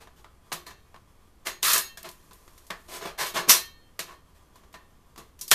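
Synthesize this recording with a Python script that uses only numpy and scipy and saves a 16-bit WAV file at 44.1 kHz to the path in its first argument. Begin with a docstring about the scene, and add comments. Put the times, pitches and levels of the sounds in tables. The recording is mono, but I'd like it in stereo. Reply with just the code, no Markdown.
"""Light, dull taps on sheet steel, then sharp snaps and grinding: a screwdriver pries at the cover
of an electronic box lying on carpet. The blade taps and slips in the seam; the cover's edge grinds
over the casing in stick-slip strokes and snaps past its catches, loudest at the end.
Every contact rings the same thin panel, and a small furnished room answers briefly.
Underneath: soft finger rubs, room rumble and hiss."""
import sys
import numpy as np
from scipy import signal
from scipy.fft import rfft, irfft
from scipy.io import wavfile

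SR = 44100
rng = np.random.default_rng(int(sys.argv[2]) if len(sys.argv) > 2 else 0)


def materialize(psi):
    """Save the field psi as 16-bit PCM at rate SR to the path in sys.argv[1].

    A 1-D psi becomes a single channel; in a 2-D psi each row is a channel.
    """
    bounded = np.clip(np.atleast_2d(psi).T, -1, 1)
    quanta = np.round(bounded * 32767).astype(np.int16)
    wavfile.write(sys.argv[1], SR, quanta)


N = 244358

# room rumble and hiss: (frequency [Hz], relative density [dB])
FLOOR_SPECTRUM = [(20, -2), (40, -6.5), (65, -3.5), (110, -13.5), (300, -19), (600, -25), (1200, -28),
                  (2000, -33), (3500, -37.5), (14400, -42)]
# their stereo width: (frequency [Hz], side re mid [dB])
FLOOR_SIDE = [(60, -10), (180, -3.5), (540, -4.5), (1640, -2), (4920, 2), (14800, -2)]
# room decay: (frequency [Hz], T60 [s])
ROOM_DECAY = [(150, 0.17), (500, .32), (1400, 0.28), (4000, 0.25), (9000, 0.22), (14000, 0.26)]
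# decay of the panel's crowded short modes: (frequency [Hz], T60 [s])
PANEL_DECAY = [(150, 0.14), (1000, 0.08), (4000, 0.095), (14000, 0.12)]
# long tones of the steel cover: (frequency [Hz], level [dB], T60 [s])
COVER_MODES = [(357.7, -26.5, 0.29), (396, -24, 0.36), (683, -21, 0.14), (1004, -19, 0.12),
               (1105, -30.5, 0.48), (1820, -28.5, 0.6), (2230, -29, 0.46), (2690, -25.5, 0.44),
               (3155, -28.5, 0.82), (3570, -24, 0.3), (3780, -26, 0.4), (4050, -25.5, 0.34),
               (4160, -22, 0.3), (4284, -25, 0.44), (4520, -26, 0.22), (4870, -31, 0.35), (5178, -31, 0.31),
               (5840, -20, 0.13), (5920, -20.5, 0.24), (6600, -18.5, .26), (6645, -21.5, .18),
               (7020, -21, 0.12), (8130, -29.5, 0.16)]
# casing resonances and dips: (frequency [Hz], width [Hz], gain [dB])
CASING_BANDS = [(173, 52, 9), (253, 87, -5), (716, 56, -2.5), (357, 11, 7.5), (451, 62, 5), (657, 30, 5.5),
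                (1019, 19, 4.5), (1155, 160, 4.5), (1740, 240, 3), (4500, 400, 0), (5850, 600, -1),
                (6640, 110, 0)]
# stereo width of the box: (frequency [Hz], side re mid [dB])
BOX_SIDE = [(130, -5), (400, -24), (1100, -23.5), (2000, -17), (4000, -10), (8000, -5.5), (13000, -2.5)]
# sliding strokes; heave is extra thump from shoving the hollow casing:
# (time [s], time to stall [s], force [dB], hardness [0-1], heave [dB], spot resonance [Hz])
EDGE_STROKES = [(0, 0.0096, -44, 0.19, -3, 800), (.155, 0.041, -57.5, 0.34, -0.5, 800),
                (0.655, 0.028, -45.5, 0.25, 1, 1800), (1.45, 0.022, -27, 0.35, -5, 540),
                (1.624, 0.12, -16.5, 0.56, -17, 1320), (2.034, 0.02, -36, 0.21, -1.5, 176),
                (2.13, 0.91, -61, 0.47, 3, 1040), (2.877, .03, -41, 0.4, 2.5, 700),
                (2.909, 0.054, -33, 0.37, -1.5, 700), (3.001, 0.032, -35.5, 0.16, 1, 434.4),
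                (3.042, 0.031, -33.5, 0.15, 2.5, 656), (3.177, 0.052, -22.5, 0.34, -7, 600),
                (3.252, .014, -25, 0.47, -7.5, 1131), (3.336, .012, -25, 0.31, 2.5, 540),
                (3.35, .028, -21.5, 0.16, -5, 365), (3.468, 0.024, -33.5, 0.2, 11, 190),
                (3.484, 0.017, -4, 0.66, -9, 5790), (3.535, 0.01, -16, 0.58, -9, 1030),
                (4.067, 0.053, -49, 0.08, -3, 1103), (4.34, 0.031, -59, .3, 0, 1034),
                (5.17, 0.011, -43.5, 0.23, 8.5, 1100)]
# taps and snaps; ring is low where the blade damps the panel:
# (time [s], force [dB], hardness [0-1], ring [dB], spot resonance [Hz])
IMPACTS = [(.072, -23, 0.062, -2.5, 706), (.244, -20, 0.08, -2.5, 1300), (.518, -4.5, 0.17, 4, 161),
           (.526, -2, 0.64, 4.5, 1220), (.666, -24.5, 0.55, 11, 4220), (.707, -25.5, 0.23, 8, 1780),
           (.943, -24.5, 0, 1, 1065), (.961, -23, 0.087, -7, 1080), (1.469, 2.5, 0.47, 3, 1990),
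           (1.629, 1.5, 0.74, 9, 2780), (1.733, 4, 0.97, 8, 2650), (1.759, 1.5, 0.4, 6, 1650),
           (1.779, 2.5, 0.93, 5.5, 1700), (1.973, -14, 0.52, 6, 1685), (2.0296, -14.5, 1, -16, 4400),
           (2.089, -10, 0.65, -3, 990), (2.113, -26, .9, 2, 1000), (2.31, -25, 0.22, 4.5, 990),
           (2.332, -25, 0.89, -1, 1050), (2.478, -20.5, 0.39, -3, 1050), (2.578, -24.5, 0.58, 4, 1100),
           (2.667, -26.5, 0.83, 0.5, 1050), (2.703, -5, 0.29, -3.5, 662), (2.7058, 1.5, 0.12, -4, 1810),
           (3.992, 3.5, 0.51, 2, 168), (4.557, -25.5, 0.38, 3.5, 1010), (4.635, -33.5, 0.16, 4.5, 403),
           (4.728, -29, 0.6, 2.5, 1795), (4.7405, -19.5, 0.16, 6.5, 1798), (5.16, -20.5, 0.3, -2, 1000),
           (5.178, -19, .5, 6.5, 1100), (5.391, -22.5, 0.68, 2.5, 6000), (5.412, -12.5, 0.93, 7, 5670),
           (5.4796, -14, 1, 4, 4960), (5.508, -3, 1, 0, 3300), (5.5137, 20.5, 0.77, 1, 3210),
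           (5.518, 17.5, 0.3, -4, 1810)]

COLOUR_HZ = (280, 1100, 4200, 11000)  # thump, clank, 0 dB reference, fizz
DULL_DB, SHARP_DB = (4, 12.84, -19), (-14, -16.5, 3.5)  # thump, clank, fizz at hardness 0 and 1
IR_SAMPLES = 2 ** 15
GRID_HZ = np.fft.rfftfreq(IR_SAMPLES, 1 / SR)
AGE_S = np.arange(IR_SAMPLES) / SR


def amp(db):
    """Decibels to gain."""
    return 10 ** (np.asarray(db) / 20)


def curve(points, hz):
    """Table interpolated on a log-frequency axis."""
    knots_hz, values = np.transpose(points)
    return np.interp(np.log(hz + 1), np.log(knots_hz + 1), values)


def unit(x):
    """Each channel scaled to energy one."""
    return x / np.sqrt(np.sum(x ** 2, axis=-1, keepdims=True) + 1e-20)


def add(mix, start_s, sound):
    """Mixes in a two-channel sound."""
    part = mix[:, round(start_s * SR):][:, :sound.shape[1]]
    part += sound[:, :part.shape[1]]


def resonance(hz, width_hz):
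    """Resonance curve of height one."""
    return 1 / (1 + (2 * (GRID_HZ - hz) / width_hz) ** 2)


def equalise(x, gain_db):
    """Minimum-phase filter; gain given on GRID_HZ."""
    cepstrum = irfft(np.maximum(gain_db, -100) * np.log(10) / 20)
    cepstrum[1:IR_SAMPLES // 2] *= 2
    cepstrum[IR_SAMPLES // 2 + 1:] = 0
    impulse = irfft(np.exp(rfft(cepstrum)))[:IR_SAMPLES // 8]
    return signal.fftconvolve(x, impulse)[:len(x)]


def noise_floor(level_db=-57):
    """Low room rumble under even hiss; mid and side."""
    hz = np.fft.rfftfreq(N, 1 / SR)
    mid, side = rfft(rng.standard_normal((2, N))) * amp(curve(FLOOR_SPECTRUM, hz))
    pair = irfft(np.array([mid, side * amp(curve(FLOOR_SIDE, hz))]), N)
    return amp(level_db) * pair / pair[0].std()


def diffuse_decay(t60_table):
    """Crowded modes as noise, each band dying at its own rate."""
    hz, t, bands = signal.stft(rng.standard_normal((2, IR_SAMPLES)), SR, nperseg=128)
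    fade = amp(-60 * t / curve(t60_table, hz)[:, None])
    return unit(signal.istft(bands * fade, SR)[1][:, :IR_SAMPLES])


def cover_tones(split_hz=7, spread_db=0.4):
    """The bent cover splits each mode into a beating pair; each spot weights the modes differently."""
    hz, level_db, t60_s = np.transpose(COVER_MODES)
    size = (2, len(hz))
    pairs_hz = hz + split_hz * rng.standard_normal(size)
    cycles = pairs_hz[..., None] * AGE_S + rng.random(size)[..., None]
    beating = np.sin(2 * np.pi * cycles.astype(np.float32)).sum(0)
    tones = unit(beating * amp(-60 * AGE_S / t60_s[:, None]))
    weights = rng.choice([-1, 1], size) * amp(level_db - spread_db * rng.standard_normal(size))
    return weights @ tones


def spot_response(ring_db, tones_db, crack_db=-5, panel_db=-3, modes_db=-2, room_db=-6):
    """Impulse response of one spot: a crack, then short panel modes, long tones and the room."""
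    crack_rise_s, crack_decay_s, room_rise_s = 0.0012, 0.0021, 0.0034
    envelope = np.exp(-AGE_S / crack_decay_s) * (1 - np.exp(-AGE_S / crack_rise_s))
    crack = unit(rng.standard_normal((2, IR_SAMPLES)) * envelope)
    tones = amp(modes_db + tones_db) * cover_tones()
    room = amp(room_db) * unit(diffuse_decay(ROOM_DECAY) * (1 - np.exp(-AGE_S / room_rise_s)))
    panel = amp(panel_db) * diffuse_decay(PANEL_DECAY)
    return amp(crack_db) * crack + amp(ring_db) * (panel + tones + room)


def radiate(force, thump_db, clank_db, fizz_db, spot_hz, ring_db=0, tones_db=0, spot_db=6.5, spot_q=6):
    """Contact force to mid and side sound, coloured by contact, casing and spot."""
    shelf_db, low_cut_hz = -2, 140
    colour_db = curve(list(zip(COLOUR_HZ, (thump_db, clank_db, 0, fizz_db))), GRID_HZ)
    colour_db += sum(db * resonance(hz, width_hz) for hz, width_hz, db in CASING_BANDS)
    colour_db += shelf_db * resonance(0, width_hz=18000)
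    colour_db += spot_db * resonance(spot_hz, spot_hz / spot_q)
    colour_db -= 10 * np.log10(1 + (low_cut_hz / (GRID_HZ + 1)) ** 6)  # a small box radiates little bass
    mid, side = spot_response(ring_db, tones_db)
    pair = np.array([equalise(mid, colour_db), equalise(side, colour_db + curve(BOX_SIDE, GRID_HZ))])
    return signal.fftconvolve(pair, force[None], axes=1)


def contact_colour(force_db, hardness):
    """Thump, clank and fizz in dB: hard contacts are bright, soft ones dull."""
    thump_db, clank_db, fizz_db = np.add(DULL_DB, hardness * np.subtract(SHARP_DB, DULL_DB))
    thump_db -= 0.17 * force_db  # a light contact lasts longer
    fizz_db -= 0.12 * force_db  # a heavy one flattens the edge
    return thump_db, clank_db, fizz_db


def finger_rubs(force_db=-70, spread_db=4, shifts_per_s=22):
    """Soft rubs swell and fade as fingers shift on the cover."""
    grips = np.clip(rng.standard_normal(N), -2, 2)
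    pressure = np.interp(np.arange(N) * shifts_per_s / SR, np.arange(N), grips)
    force = rng.standard_normal(N) * amp(force_db + spread_db * pressure)
    rubs = radiate(force, thump_db=11, clank_db=9, fizz_db=-4, spot_hz=1200, ring_db=1, tones_db=-8.5)
    return rubs[:, :N]


def stick_slip(samples, slips_per_s=330, jitter=0.3, spread_db=3, grit_db=-7):
    """Friction force of mean power one: a quick, uneven train of slips over fine grit."""
    gaps, sizes, grit = rng.standard_normal((samples, 3)).T
    waits = np.exp(jitter * gaps) * SR / slips_per_s
    onsets = (np.cumsum(waits) - waits[0] * rng.random()).astype(int)
    inside = onsets < samples
    train = np.bincount(onsets[inside], amp(spread_db * sizes[inside]), samples)
    return np.sqrt(samples) * unit(unit(train) + amp(grit_db) * unit(grit))


def edge_scrapes(bite_s=0.01, stall_s=0.04, ends_db=-16, points=3):
    """The edge bites, grinds at full force, then stalls; each bearing point slips on its own."""
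    out = np.zeros((2, N))
    for start_s, length_s, force_db, hardness, heave_db, spot_hz in EDGE_STROKES:
        t = np.arange(0, length_s + stall_s, 1 / SR)
        biting = np.maximum(1 - t / bite_s, 0)
        stalling = np.maximum(t - length_s, 0) / stall_s
        push = amp(force_db + ends_db * (biting + stalling))
        thump_db, clank_db, fizz_db = contact_colour(force_db, hardness)
        for _ in range(points):
            force = push * stick_slip(2 * SR)[:len(t)] / np.sqrt(points)
            # the pressed edge damps the long tones
            grind = radiate(force, thump_db + heave_db, clank_db, fizz_db, spot_hz,
                            tones_db=-2.5, spot_q=7)
            add(out, start_s, grind)
    return out


def taps_and_snaps(gain_db=1):
    """The blade knocks on the steel and catches snap free, one impulse each."""
    out = np.zeros((2, N))
    for start_s, force_db, hardness, ring_db, spot_hz in IMPACTS:
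        blow = amp([force_db + gain_db])
        colour_db = contact_colour(force_db, hardness)
        tones_db = -6.5 + 0.97 * ring_db  # the freer the panel, the more its long tones sing
        add(out, start_s, radiate(blow, *colour_db, spot_hz, ring_db, tones_db, spot_db=8))
    return out


def scene(tilt_db=0.25):
    """All sources, mid and side to left and right, leaning slightly right."""
    mid, side = taps_and_snaps() + edge_scrapes() + finger_rubs() + noise_floor()
    return np.array([mid + side, mid - side]) * amp([[-tilt_db], [tilt_db]])


def record(dry):
    """The hardest snaps overload and clip; a low-pass follows."""
    cutoff_hz = 14250
    lowpass = signal.firwin(511, cutoff_hz, window=("kaiser", 8), fs=SR)
    return signal.oaconvolve(np.clip(dry, -1, 1), lowpass[None], "same", axes=1)


dry = scene()
out = record(dry)
materialize(out)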